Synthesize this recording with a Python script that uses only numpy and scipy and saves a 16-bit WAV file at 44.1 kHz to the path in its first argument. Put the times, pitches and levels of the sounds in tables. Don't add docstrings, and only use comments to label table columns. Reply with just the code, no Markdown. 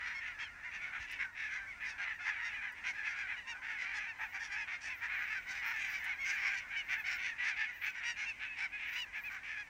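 import sys
import numpy as np
from scipy import signal
from scipy.fft import rfft, irfft, next_fast_len
from scipy.io import wavfile
from scipy.ndimage import map_coordinates

SR = 44100
rng = np.random.default_rng(int(sys.argv[2]) if len(sys.argv) > 2 else 0)


def output_pcm(signal):
    pcm = np.clip(np.atleast_2d(signal).T, -1, 1) * 32767
    wavfile.write(sys.argv[1], SR, np.round(pcm).astype(np.int16))


N = 427329

FLOCK_PITCH_HZ = 860.8

# start_s, length_s, pitch_hz, level_db, roughness, brass_vs_body_db, throat_hz
HOARSE_HONKS = [(-0.005, 0.18, 894, -43.5, 1.09, -15, 1970.0), (0.205, 0.14, 859, -47, 0.82, -20, 2240),
                (0.383, 0.079, 941, -46, 1.05, -15, 1830), (0.626, 0.094, 801, -55, 0.08, -24.7, 2250),
                (0.71, 0.096, 807, -47.5, 0.8, -14.5, 1940), (0.791, 0.14, 804, -48.5, 0.92, -21, 2100),
                (0.921, 0.096, 862, -44, 0.87, -28, 1760), (0.984, 0.096, 929, -49.5, 0.64, -11, 2320),
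                (1.063, 0.13, 943, -47.5, 0.79, -15, 2570), (1.179, 0.088, 1088, -38.5, 0.93, -25, 1960),
                (1.35, 0.17, 875, -42.5, 0.71, -17.1, 2160), (1.488, 0.13, 830, -42.5, 0.57, -16, 1900),
                (1.801, 0.11, 847, -44, 0.57, -30, 2120), (1.839, 0.11, 966, -50, 0.4, -3.5, 2080),
                (1.978, 0.099, 1022, -43, 0.89, -17, 2210), (2.043, 0.11, 893, -43, 1.02, -33, 2000),
                (2.187, 0.18, 880, -44.5, 0.34, -16.5, 2100), (2.249, 0.075, 904, -39, 0.92, -17, 1990),
                (2.319, 0.2, 880, -45.5, 0.88, -29, 1880), (2.478, 0.14, 850, -47.5, 0.6, -25, 1880),
                (2.606, 0.11, 810, -44.5, 0.47, -43, 1790), (2.834, 0.091, 844, -42, 0.82, -15, 2380),
                (2.928, 0.12, 853, -50, 0.26, -15, 1670), (3.031, 0.065, 875, -39.5, 0.85, -25, 2080),
                (3.043, 0.12, 807, -44.5, 0.53, -13, 1850), (3.131, 0.16, 816, -43.5, 0.43, -29, 2040),
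                (3.27, 0.092, 830, -41, 0.38, -36, 2010), (3.617, 0.18, 911, -42.5, 0.55, -20, 2010),
                (3.772, 0.11, 1025, -41.5, 0.66, -14.5, 1990), (3.823, 0.16, 790, -42, 0.59, -23, 2090),
                (3.917, 0.21, 829, -43, 0.69, -23, 2040), (4.185, 0.09, 893, -42, 0.58, -23.5, 1920),
                (4.323, 0.078, 783, -43, 0.68, -17, 2060), (4.387, 0.12, 927, -49, 1.12, -3.5, 2150),
                (4.497, 0.084, 804, -41.5, 0.48, -14, 1970), (4.546, 0.12, 865, -41, 0.4, -17, 2070),
                (4.669, 0.11, 709, -42, 0.98, -21, 2070), (4.804, 0.11, 750, -61, 0.82, 9, 2270),
                (4.845, 0.13, 874, -44, 0.5, -19, 2270), (5.007, 0.084, 940, -40, 0.6, -20, 1830),
                (5.08, 0.14, 787, -40.0, 0.76, -30, 1920), (5.172, 0.11, 835, -40.5, 0.7, -26, 1800),
                (5.256, 0.16, 847, -40.5, 0.67, -19.5, 2010), (5.462, 0.19, 777, -45.5, 0.63, -11, 2120),
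                (5.614, 0.18, 934, -39, 0.86, -17.5, 1880), (5.749, 0.17, 820, -41, 0.74, -14.5, 2200),
                (5.849, 0.19, 769.5, -43.5, 0.57, -11, 2200), (6.02, 0.14, 874, -42.5, 0.83, -22.5, 2100),
                (6.241, 0.1, 725, -38, 0.65, -9, 2320), (6.282, 0.12, 811, -42, 0.41, -15.5, 2100),
                (6.361, 0.196, 816, -37.5, 0.74, -14, 2000), (6.494, 0.088, 827, -46.5, 0.85, -11, 2230),
                (6.545, 0.074, 932, -50, 0.45, -2, 2340), (6.704, 0.096, 772, -43.5, 0.33, -31, 2340),
                (6.882, 0.098, 792.5, -37, 0.77, -18.5, 2150), (6.96, 0.072, 785, -61, 0.4, -22, 1750),
                (7.055, 0.14, 819, -39, 0.72, -12, 2170), (7.178, 0.17, 986, -39.5, 0.88, -16, 2280),
                (7.38, 0.19, 834.4, -37, 0.6, -23, 2070), (7.435, 0.1, 930, -47, 0.74, -4, 2180),
                (7.556, 0.13, 893, -39, 0.7, -18, 2220), (7.659, 0.077, 738, -50, 0.27, -20, 1730),
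                (7.814, 0.1, 863, -39, 0.87, -25, 2170), (7.939, 0.086, 1020, -48.5, 0.92, -13.5, 2020),
                (8.007, 0.12, 944, -43, 0.86, -26, 2080), (8.159, 0.13, 846, -42, 0.6, -13, 2130),
                (8.396, 0.099, 902, -44.5, 0.9, -21.5, 2500), (8.566, 0.12, 850, -43.5, 0.87, -8.5, 2300),
                (8.773, 0.12, 884, -45, 0.67, -26, 2290.0), (8.845, 0.099, 904, -44.5, 0.7, -23, 2310.0),
                (8.916, 0.1, 1020, -41.5, 0.76, -13, 2200), (9.127, 0.087, 863, -42, 0.49, -25, 2210.0),
                (9.294, 0.107, 771, -47, 1.2, -17.4, 1740), (9.429, 0.17, 847, -44, 0.64, -21.5, 2150)]


def near_geese():
    track = np.zeros(N)
    for start_s, length_s, pitch_hz, level_db, rough, bright_db, throat_hz in HOARSE_HONKS:
        call = honk(start_s, length_s, pitch_hz, rough, throat_hz, bright_db)
        add(track, start_s, amp(level_db) * call)
    return track


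def honk(start_s, length_s, pitch_hz, rough, throat_hz, bright_db, rise=0.0692):
    u = np.linspace(0, 1, int(max(length_s, .04) * SR))
    rough = np.clip(rough, 0, 1)
    source = syrinx(u, pitch_hz, fall(pitch_hz, rough), rough, rise)
    width_hz = 400 * (1 + .7 * rough)
    reflected = .3 * paths(source, spread_s=0.0081)
    body = throat(source + reflected, start_s, pitch_hz, throat_hz, width_hz)
    rasp = 1 + 0.29 * rough * wobble(2500, len(u))
    brass = beak(paths(source * rasp, spread_s=0.0031))
    return swell(u, body, amp(bright_db) * brass)


# start_s, length_s, pitch_hz, relative_level_db, pitch_drop_share, throat_hz, relative_brass_db
CLEAR_CRIES = [(.134, 0.085, 1086, -46.5, 0.054, 2150, -13.5), (.25, 0.04, 863, -49, 0.075, 1720, -28),
               (.39, 0.097, 1089, -52, 0.16, 2800, -10.5), (.8, 0.066, 1146, -46.5, 0.15, 2300, -26),
               (1.235, 0.038, 783, -45, .14, 1470, -25), (1.575, 0.094, 792, -49.5, 0.091, 1550, -32),
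               (1.66, 0.09, 1124, -48.5, 0.27, 2100, -24.5), (2.418, 0.098, 933, -46.5, 0.07, 2300, -11.5),
               (2.86, 0.076, 741, -44.5, 0.1, 2180, -13), (3.15, 0.11, 825, -46.5, 0.064, 1630, -16),
               (3.362, 0.049, 977, -47, .12, 2360, -25), (3.469, 0.076, 937, -44, 0.11, 2240, -13.5),
               (3.515, 0.069, 740, -53, .04, 1520, -34), (3.935, .075, 854, -45.5, 0.13, 1660, -9),
               (4.07, 0.065, 908, -49.5, 0.19, 2440, -20), (4.405, 0.043, 915, -43, 0.039, 1880, -27),
               (4.71, 0.076, 712, -46, 0.02, 2130, -18), (5.095, 0.097, 825, -45.5, 0.19, 2400, -27),
               (5.35, 0.056, 782, -45.5, 0.13, 1610, -18), (5.48, 0.072, 775, -50, 0.11, 1550, -7),
               (5.92, 0.076, 771, -44, 0.15, 2320, -19), (6.07, 0.079, 737, -42, 0.18, 2240, -26.5),
               (6.183, 0.077, 1103, -41.5, 0.11, 2190, -22.5), (6.42, 0.1, 1100, -39.5, 0.13, 2110, -35),
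               (6.751, .08, 753, -40.5, 0.128, 2530, -20.5), (6.905, 0.063, 710, -42, .09, 2160, -20),
               (7.04, 0.066, 762, -40.5, 0.23, 2250, -18.5), (7.39, 0.072, 987, -40.5, 0.048, 1980, -27),
               (7.575, 0.091, 887, -41.5, 0.025, 1800, -31), (7.835, 0.093, 870, -47, 0.076, 2530, -13),
               (8.03, 0.12, 956, -42, 0.067, 2450, -10), (8.255, 0.076, 907, -41, 0.14, 2470, -19),
               (8.475, 0.085, 866, -47, 0.073, 2330, -41), (8.605, 0.072, 782, -40, 0.15, 2080, -34),
               (8.72, 0.068, 845, -44, 0.067, 2070, -34), (8.955, .1, 989, -43, 0.18, 2680, -12.5),
               (9.145, 0.07, 870, -47.5, .1, 1780, -29), (9.236, 0.064, 852, -42, 0.18, 2250, -30),
               (9.566, .072, 837, -43.5, 0.054, 2050, -21.5)]


def clear_cries(gain_db=2.0, brass_gain_db=1.5, rise_per_drop=0.482, width_hz=340):
    track = np.zeros(N)
    rough, rasp_depth, reflected_gain = .18, .45, .45
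    for start_s, length_s, pitch_hz, level_db, drop, throat_hz, bright_db in CLEAR_CRIES:
        u = np.linspace(0, 1, int(length_s * SR))
        source = syrinx(u, pitch_hz, drop, rough, rise_per_drop * drop)
        source = source + reflected_gain * paths(source, spread_s=.004)
        body = throat(source, start_s, pitch_hz, throat_hz, width_hz)
        brass = beak(source * (1 + rasp_depth * wobble(900, len(u))))
        call = swell(u, body, amp(bright_db + brass_gain_db) * brass)
        add(track, start_s, amp(level_db + gain_db) * call)
    return track


def fall(pitch_hz, rough):
    base_drop, hoarse_drop, drop_per_octave = 0.1117, 0.0776, 0.354
    octaves_above = np.maximum(np.log2(pitch_hz / FLOCK_PITCH_HZ), 0)
    high_drop = drop_per_octave * octaves_above * (.5 + rough)
    return np.clip(base_drop + hoarse_drop * rough + high_drop, 0, .5)


def syrinx(u, pitch_hz, drop, rough, rise):
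    crest, wander, jitter, rasp_db, harmonics = .35, 0.013, .1, 6.5, 13
    before = np.clip(1 - u / crest, 0, 1)
    after = np.clip((u - crest) / (1 - crest), 0, 1)
    arch = 1 - rise * before ** 2 - drop * after ** 2.55
    chaos = rough * np.clip(2.4 * (1 - u), 0, 1)
    unsteady = 1 + wander * rough * wobble(95.3, len(u)) + jitter * chaos * wobble(600.6, len(u))
    phase = 2 * np.pi * np.cumsum(pitch_hz * arch * unsteady) / SR + rng.uniform(0, 2 * np.pi)
    pulses = np.sin((harmonics + .5) * phase) / np.sin(phase / 2) - 1
    uneven = amp(rasp_db * chaos * np.tanh(wobble(447.8, len(u))))
    alternating = 1 + chaos * np.cos(phase / 2)
    return pulses * uneven * alternating


# frequency_hz, relative_db
VOICE_RESPONSE = [(450, -62), (620, -11), (740, -9.5), (880, -6.5), (1250, -5), (1520, -1.5), (2100, 2.5),
                  (2680, -0.5), (3050, -4.5), (4200, -4.5), (5500, -21)]
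# time_s, base_lift_db
GROUND_LIFT = [(1.5, -1), (2.3, 3.5), (3.3, -1.5), (3.5, 12.5), (3.7, -3.5), (4.1, 10), (4.8, 1.5)]


def throat(source, start_s, pitch_hz, throat_hz, width_hz):
    ground_db = np.interp(start_s, *np.transpose(GROUND_LIFT)) + rng.uniform(-6, 2.2)

    def response(hz):
        fundamental = np.exp(-(hz / (1.4 * pitch_hz)) ** 6)
        resonance = 1 / (1 + ((hz - throat_hz) / width_hz) ** 2)
        return amp(along(VOICE_RESPONSE, hz) + ground_db * fundamental) * resonance

    return unit(filtered(source, response))


# frequency_hz, relative_db
BRASS_RESPONSE = [(2500, -1.5), (3800, -4), (4700, -6), (5800, -5.5), (6600, -11), (8000, -17.5),
                  (10000, -18.5), (12000, -30.5)]


def beak(source, beak_hz=5680, width_hz=950):
    own_hz = beak_hz * np.exp(.05 * rng.standard_normal())

    def response(hz):
        return amp(along(BRASS_RESPONSE, hz)) / np.hypot(1, (hz - own_hz) / width_hz)

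    return unit(filtered(source, response))


def swell(u, body, brass):
    effort = np.abs(np.sin(np.pi * u))
    abrupt = .42
    spurts = unit(amp(.8 * wobble(70, len(u))))
    envelope = effort ** (abrupt + (1 - abrupt) * u)
    return envelope * (body + effort ** (0.37 + u) * spurts * brass)


def paths(x, spread_s):
    t = np.arange(SR // 80) / SR
    arrivals = rng.standard_normal(len(t)) * np.exp(-t / spread_s)
    return signal.fftconvolve(x, arrivals / np.linalg.norm(arrivals))[:len(x)]


def neighbours(gain_db=-3.5, bright_db=-27, late_s=.004, count=3):
    spans, turn = [], np.linspace(0, 1, count)
    typical_length_s = .08
    chances = rng.uniform(0, 1, (len(HOARSE_HONKS), count))
    for (start_s, length_s, *_), chance in zip(HOARSE_HONKS, chances):
        own_s = np.minimum(typical_length_s * 2 ** (chance - .5), length_s)
        spans += zip(start_s + turn * (length_s + late_s - own_s), own_s)
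    return amp(gain_db) * flock(spans, .24, bright_db)


def distant_chorus(gain_db=-7.5, bright_db=-22, length_s=0.074, count=420):
    slots = (np.arange(count) + rng.uniform(0, 1, count)) / count
    starts_s = slots * N / SR - length_s / 2
    return amp(gain_db) * flock([(s, length_s) for s in starts_s], .42, bright_db)


# time_s, relative_level_db
FLOCK_LEVEL = [(0, -41.5), (1, -46.5), (2.3, -42), (4.8, -45.5), (6, -41), (8.4, -44), (9.69, -47.5)]
# time_s, base_throat_hz
FLOCK_THROAT = [(0, 2025), (5.4, 2180), (9.0, 2290), (9.69, 2250)]


def flock(spans, rough, bright_db, throat_share=0.88, voice_spread=.2, spread_db=2.5):
    track = np.zeros(N)
    draws = rng.uniform(-1, 1, (len(spans), 4))
    for (start_s, length_s), (pitch_draw, throat_draw, rough_draw, level_draw) in zip(spans, draws):
        pitch_hz = FLOCK_PITCH_HZ * np.exp(voice_spread * pitch_draw)
        base_hz = np.interp(start_s, *np.transpose(FLOCK_THROAT))
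        throat_hz = throat_share * base_hz * np.exp(voice_spread * throat_draw)
        own_rough = rough * (1 + .5 * rough_draw)
        call = honk(start_s, length_s, pitch_hz, own_rough, throat_hz, bright_db, rise=.1)
        add(track, start_s, amp(spread_db * level_draw) * call)
    level_db = np.interp(np.arange(N) / SR, *np.transpose(FLOCK_LEVEL))
    return unit(track) * amp(level_db)


# frequency_hz, t60_s
SCATTER_DECAY = [(500, 0.77), (2000, 0.13), (8000, 0.089)]


def scatter(x):
    hz, t, z = signal.stft(rng.standard_normal(SR // 2), SR, nperseg=256)
    decay = amp(-60 * t / along(SCATTER_DECAY, hz)[:, None])
    tail = signal.istft(z * decay, SR, nperseg=256)[1]
    return signal.fftconvolve(x, tail / np.linalg.norm(tail))[:N]


# centre_s, level_db
FIZZ_SWELLS = [(4.296, -73.5), (5.0, -73), (5.721, -66.5), (5.95, -66), (6.316, -67), (6.964, -67),
               (7.119, -66.5), (7.828, -67), (8.96, -66.5), (9.258, -71)]


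def high_fizz(fizz_hz=14600, width_hz=1500, length_s=0.28, rest_db=-90, flutter_db=3.5):
    t = np.arange(N) / SR
    gain = np.full(N, amp(rest_db))
    for centre_s, level_db in FIZZ_SWELLS:
        add(gain, centre_s - length_s / 2, amp(level_db) * np.hanning(int(length_s * SR)))
    noise = rng.standard_normal(N)
    fizz = unit(filtered(noise, lambda hz: np.exp(-((hz - fizz_hz) / width_hz) ** 2 / 2)))
    fizz = gain * amp(flutter_db * wobble(30, N)) * fizz
    whine_hz, whine_db, whine_from_s, whine_to_s = 15000, -77, 5.1, 6.8
    gate = np.clip(20 * np.minimum(t - whine_from_s, whine_to_s - t), 0, 1)
    whine = gate * unit(np.sin(2 * np.pi * whine_hz * t))
    return fizz + amp(whine_db + flutter_db * wobble(9, N)) * whine


# start_s, level_db
TICK_EVENTS = [(1.112, -49.5), (2.718, -57.5), (6.04, -46)]


def ticks(rise_s=0.0043, decay_s=0.0078, low_hz=5000):
    track, t = np.zeros(N), np.arange(SR // 20) / SR
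    envelope = np.exp(-t / decay_s) * (1 - np.exp(-t / rise_s))
    for start_s, level_db in TICK_EVENTS:
        add(track, start_s, amp(level_db) * envelope * rng.standard_normal(len(t)))
    return filtered(track, lambda hz: 1 - np.exp(-(hz / low_hz) ** 4))


# frequency_hz, relative_db
AIR_SPECTRUM = [(15, -14.5), (42, 1.5), (75, -4.5), (150, -12.5), (230, -11), (450, -18), (1000, -8.5),
                (3000, -27), (6000, -23.5), (8500, -30), (12000, -41), (15000, -38.5)]
# time_s, relative_db
RUMBLE_LEVEL = [(0.94, -68), (1.0, -55.5), (1.05, -69), (3.75, -74), (6.45, -70), (8.74, -73)]
# frequency_hz, level_db
HUM_TONES = [(92, -77.5), (279, -82.5)]


def background(air_db=-64.0, sway_db=1.13, rumble_hz=130, rumble_share=0.98):
    t = np.arange(N) / SR
    air = unit(filtered(rng.standard_normal(N), lambda hz: amp(along(AIR_SPECTRUM, hz))))
    rumble = filtered(air, lambda hz: np.exp(-(hz / rumble_hz) ** 2))
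    hiss = air - rumble
    rumble_db = np.interp(t, *np.transpose(RUMBLE_LEVEL))
    air = hiss + rumble * amp(rumble_share * (rumble_db - rumble_db.mean()))
    hum = np.zeros(N)
    for hz, level_db in HUM_TONES:
        hum += amp(level_db) * unit(np.sin(2 * np.pi * hz * t + wobble(5.5, N)))
    return amp(air_db + sway_db * wobble(9, N)) * air + hum


def amp(db):
    return 10 ** (np.asarray(db) / 20)


def unit(x):
    return x / np.sqrt(np.mean(x ** 2) + 1e-20)


def along(points, hz):
    f, v = np.transpose(points)
    return np.interp(np.log(hz + 1), np.log(f + 1), v)


def wobble(rate_hz, size):
    knots = rng.standard_normal(int(size * rate_hz / SR) + 4)
    return map_coordinates(knots, [np.arange(size) * rate_hz / SR], order=2)


def filtered(x, response):
    m = next_fast_len(len(x) + 1024, True)
    return irfft(rfft(x, m) * response(np.fft.rfftfreq(m, 1 / SR)), m)[:len(x)]


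def add(track, start_s, sound):
    start = round(start_s * SR)
    part = sound[max(-start, 0):max(len(track) - start, 0)]
    track[max(start, 0):][:len(part)] += part


def scene(near_wet_db=-20, far_wet_db=-15):
    near = near_geese() + clear_cries()
    far = neighbours() + distant_chorus()
    echoes = scatter(amp(near_wet_db) * near + amp(far_wet_db) * far)
    return (near + far + echoes + high_fizz() + ticks() + background())[None]


def record(dry, top_hz=15800):
    return filtered(dry[0], lambda hz: hz < top_hz)[None]


dry = scene()
out = record(dry)
output_pcm(out)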